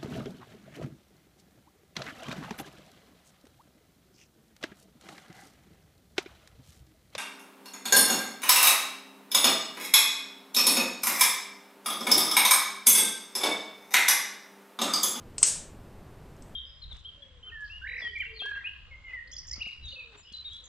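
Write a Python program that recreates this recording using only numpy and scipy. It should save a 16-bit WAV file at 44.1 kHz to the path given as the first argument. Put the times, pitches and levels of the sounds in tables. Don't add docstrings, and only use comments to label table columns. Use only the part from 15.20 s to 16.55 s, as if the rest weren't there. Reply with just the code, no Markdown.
import sys
import numpy as np
from scipy import signal
from scipy.fft import rfft, irfft
from scipy.io import wavfile

SR = 44100
rng = np.random.default_rng(int(sys.argv[2]) if len(sys.argv) > 2 else 0)


def output_pcm(signal):
    pcm = np.clip(np.atleast_2d(signal).T, -1, 1) * 32767
    wavfile.write(sys.argv[1], SR, np.round(pcm).astype(np.int16))


N = 59535
RING_HZ = 8160


def amp(db):
    return 10 ** (np.asarray(db) / 20)


def read(points, hz):
    f, value = np.transpose(points)
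    return np.interp(np.log(hz + 1), np.log(f + 1), value)


def add(mix, s, sound):
    part = mix[round(s * SR):][:len(sound)]
    part += sound[:len(part)]


def causal(points, size=2048):
    hz = abs(np.fft.fftfreq(size, 1 / SR))
    log_gain = np.log(amp(np.maximum(read(points, hz), -90)))
    taps = np.fft.ifft(np.exp(np.conj(signal.hilbert(log_gain)))).real[:size // 2]
    return taps / np.linalg.norm(taps)


def shaped(x, points):
    return irfft(rfft(x) * amp(read(points, np.fft.rfftfreq(N, 1 / SR))), N)


def sparse(channels):
    taps = np.zeros((channels, SR))
    slots = np.arange(0, SR - 20, 20)
    at = slots + rng.integers(0, 20, (channels, len(slots)))
    np.put_along_axis(taps, at, rng.choice([-1., 1.], at.shape), 1)
    return taps


def snap(level_db, length, click_db, tilt_db, chance):
    # f/Hz, level/dB before the tilt, t60/s
    shell_modes = [(457, -16.5, .015), (753, -13.5, .012), (1390, -5, 0.011), (2000, -8.5, .01),
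                   (2750, -15.5, 0.014), (3340, -5, 0.0055), (4618, -11, 0.014), (5290, -1.5, .012),
                   (5800, -4.5, .01), (6460, -1, 0.013), (7385, -0.5, .005)]
    ring_width_hz, ring_rough = 760, 0.067
    rise_s, ring_fall_s = .0001, .0004
    click_base_db = -13.5
    crackle_db = -13.5
    t = np.arange(len(chance)) / SR

    r = np.exp(-np.pi * ring_width_hz / SR)
    wobble = signal.lfilter([np.sqrt(1 - r * r)], [1, -r], chance)
    shape = np.minimum(t / rise_s, 1) * np.exp(-np.maximum(t - length, 0) / ring_fall_s)
    ring = shape * (1 + ring_rough * wobble) * np.sin(2 * np.pi * RING_HZ * t)

    body = np.zeros(len(t))
    for hz, db, t60 in shell_modes:
        mode_db = db + tilt_db * np.log2(hz / RING_HZ) - 60 * t / t60
        body += amp(mode_db) * np.sin(2 * np.pi * hz * t)

    strikes = (t == 0) + amp(crackle_db) * shape * chance[::-1]
    struck = np.convolve(strikes, body)[:len(t)]
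    return amp(level_db) * (ring + amp(click_base_db + click_db) * struck)


def knock():
    start_s, level_db, hz, t60_s = .2192, -33, 1050, .012
    t, out = np.arange(800) / SR, np.zeros(N)
    add(out, start_s, amp(level_db - 60 * t / t60_s) * np.sin(2 * np.pi * hz * t))
    return out


def early(clicks):
    # delay t/s, level/dB before the common echo level
    echoes = [(.0052, -6), (.0069, -7), (.0083, -9), (.0122, -15), (.0148, -9), (.0182, -11), (.0203, -12),
              (.0243, -13), (.0285, -11), (.0345, -14), (.0402, -14), (.0472, -11), (.0562, -8),
              (.0690, -16)]
    # f/Hz, relative level/dB per Hz
    echo_colour = [(180, -45.5), (300, -24), (637, -32.5), (2650, -19), (3270, -21), (3920, -18),
                   (7060, -7), (8050, -3), (9030, -32.5), (12500, -46), (15000, -89)]
    # f/Hz, level/dB
    echo_top = [(100, 1.5), (9000, 1), (12500, -4.5), (13500, -29.5), (16000, -32)]
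    scatter_db, scatter_t60_s, scatter_start_s = 12, 0.16, .002
    echo_db = 6
    blur_db, blur_s = 5, .0012

    t, colour = np.arange(SR) / SR, causal(echo_colour)
    scatter = sparse(channels=1)[0] * amp(-60 * t / scatter_t60_s) * (t > scatter_start_s)
    scatter /= np.linalg.norm(scatter)

    echo_t = t[:len(colour)]
    u = echo_t / blur_s
    blur = u * np.exp(-2 * u) * np.sin(2 * np.pi * RING_HZ * echo_t)
    echo = colour + amp(blur_db) * blur / np.linalg.norm(blur)

    response = signal.fftconvolve(amp(scatter_db) * scatter, colour)
    for delay, db in echoes:
        add(response, delay, amp(echo_db + db) * echo)
    return shaped(signal.fftconvolve(clicks, response)[:N], echo_top)


def late(clicks):
    # f/Hz, relative level/dB per Hz
    late_colour = [(240, -51), (400, -21), (633, -24.5), (1400, -27.5), (1760, -20.5), (2060, -24.5),
                   (2470, -20.5), (4280, -16), (8150, -1), (13900, -28.5), (15500, -53.5)]
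    # f/Hz, t60/s
    room_decay = [(500, 1.0), (1000, .9), (2000, .8), (5000, 0.67), (8200, 0.61), (11000, .42),
                  (15000, 0.26)]
    # f/Hz, likeness (0-1)
    late_same = [(4000, 1), (9000, 1), (10500, .8), (12000, 0), (15000, 0.05)]
    level_db, start_s, rise_s = -24, 0.016, 0.028
    bend_db_per_s2, bend_hz = -200, 5000

    hz, t, (a, b) = signal.stft(sparse(channels=2), SR, nperseg=256)
    band = hz[:, None]
    same = np.clip(read(late_same, band), 0, 1)
    mid = a * np.sqrt((1 + same) / 2)
    side = b * np.sqrt((1 - same) / 2)

    rise = np.clip((t - start_s) / rise_s, 0, 1)
    bend = amp(bend_db_per_s2 * t ** 2 * np.minimum(band / bend_hz, 1))
    decay = amp(read(late_colour, band) - 60 * t / read(room_decay, band))
    bands = np.array([mid + side, mid - side]) * rise * bend * decay
    tail = signal.istft(bands, SR, nperseg=256)[1]
    tail /= np.std(tail[0, :SR // 10])
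    return amp(level_db) * signal.fftconvolve(clicks[None], tail, axes=1)[:, :N]


def floor():
    # f/Hz, relative level/dB per Hz
    floor_colour = [(15, 0), (120, -2.5), (250, -7.5), (500, -12.5), (1000, -19), (2000, -27), (4000, -34),
                    (6300, -39), (8500, -38), (10500, -41.5), (13000, -39), (15500, -49)]
    # f/Hz, side against mid level/dB
    floor_side = [(60, -76), (110, -78), (200, -74), (380, -68.5), (700, -59.5), (1290, -53.5),
                  (2380, -47.5), (4400, -17.5), (8120, -8.5), (15000, -9.5)]
    mid_db = -48.5
    mid = shaped(rng.standard_normal(N), floor_colour)
    side = shaped(shaped(rng.standard_normal(N), floor_colour), floor_side)
    return amp(mid_db) / np.std(mid) * np.array([mid + side, mid - side])


def scene():
    # t/s, level/dB before the near filter, length of the running crack/s,
    # first click against the ring/dB before the base click level, its tilt/dB per octave,
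    # share sent to the room/dB
    snaps = [(0.1819, -21.5, 0.00101, 4.5, 3, -1.5), (0.2295, -3.5, 0.0019, -4, 0.5, -1.5),
             (1.1657, -65, .0005, 15, -2, -3), (1.2231, -44, 0.0011, 7, 14, -6.5)]
    # f/Hz, level/dB
    near_top = [(100, -7.5), (8500, 1), (8900, -30.5), (12000, -38), (13000, -56.5), (16000, -55.5)]
    # f/Hz, level/dB; half goes to each side
    lean = np.array([(3000, 0.5), (5000, 1.9), (8200, 1.3), (11000, -1.5), (15000, 5.5)]) * [1, .5]

    near, clicks = knock(), np.zeros(N)
    chances = rng.standard_normal((len(snaps), 900))
    for (s, db, length, click_db, tilt_db, room_db), chance in zip(snaps, chances):
        add(near, s, snap(db, length, click_db, tilt_db, chance))
        add(clicks, s, [amp(db + room_db)])

    left, right = shaped(near, near_top) + early(clicks) + late(clicks)
    leg = np.array([shaped(left, lean), shaped(right, lean * [1, -1])])
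    return leg + floor()


def record(dry):
    edge_hz = 15600
    taps = signal.firwin(511, edge_hz, window=("kaiser", 9), fs=SR)
    return signal.oaconvolve(dry, taps[None], "same")


dry = scene()
out = record(dry)
output_pcm(out)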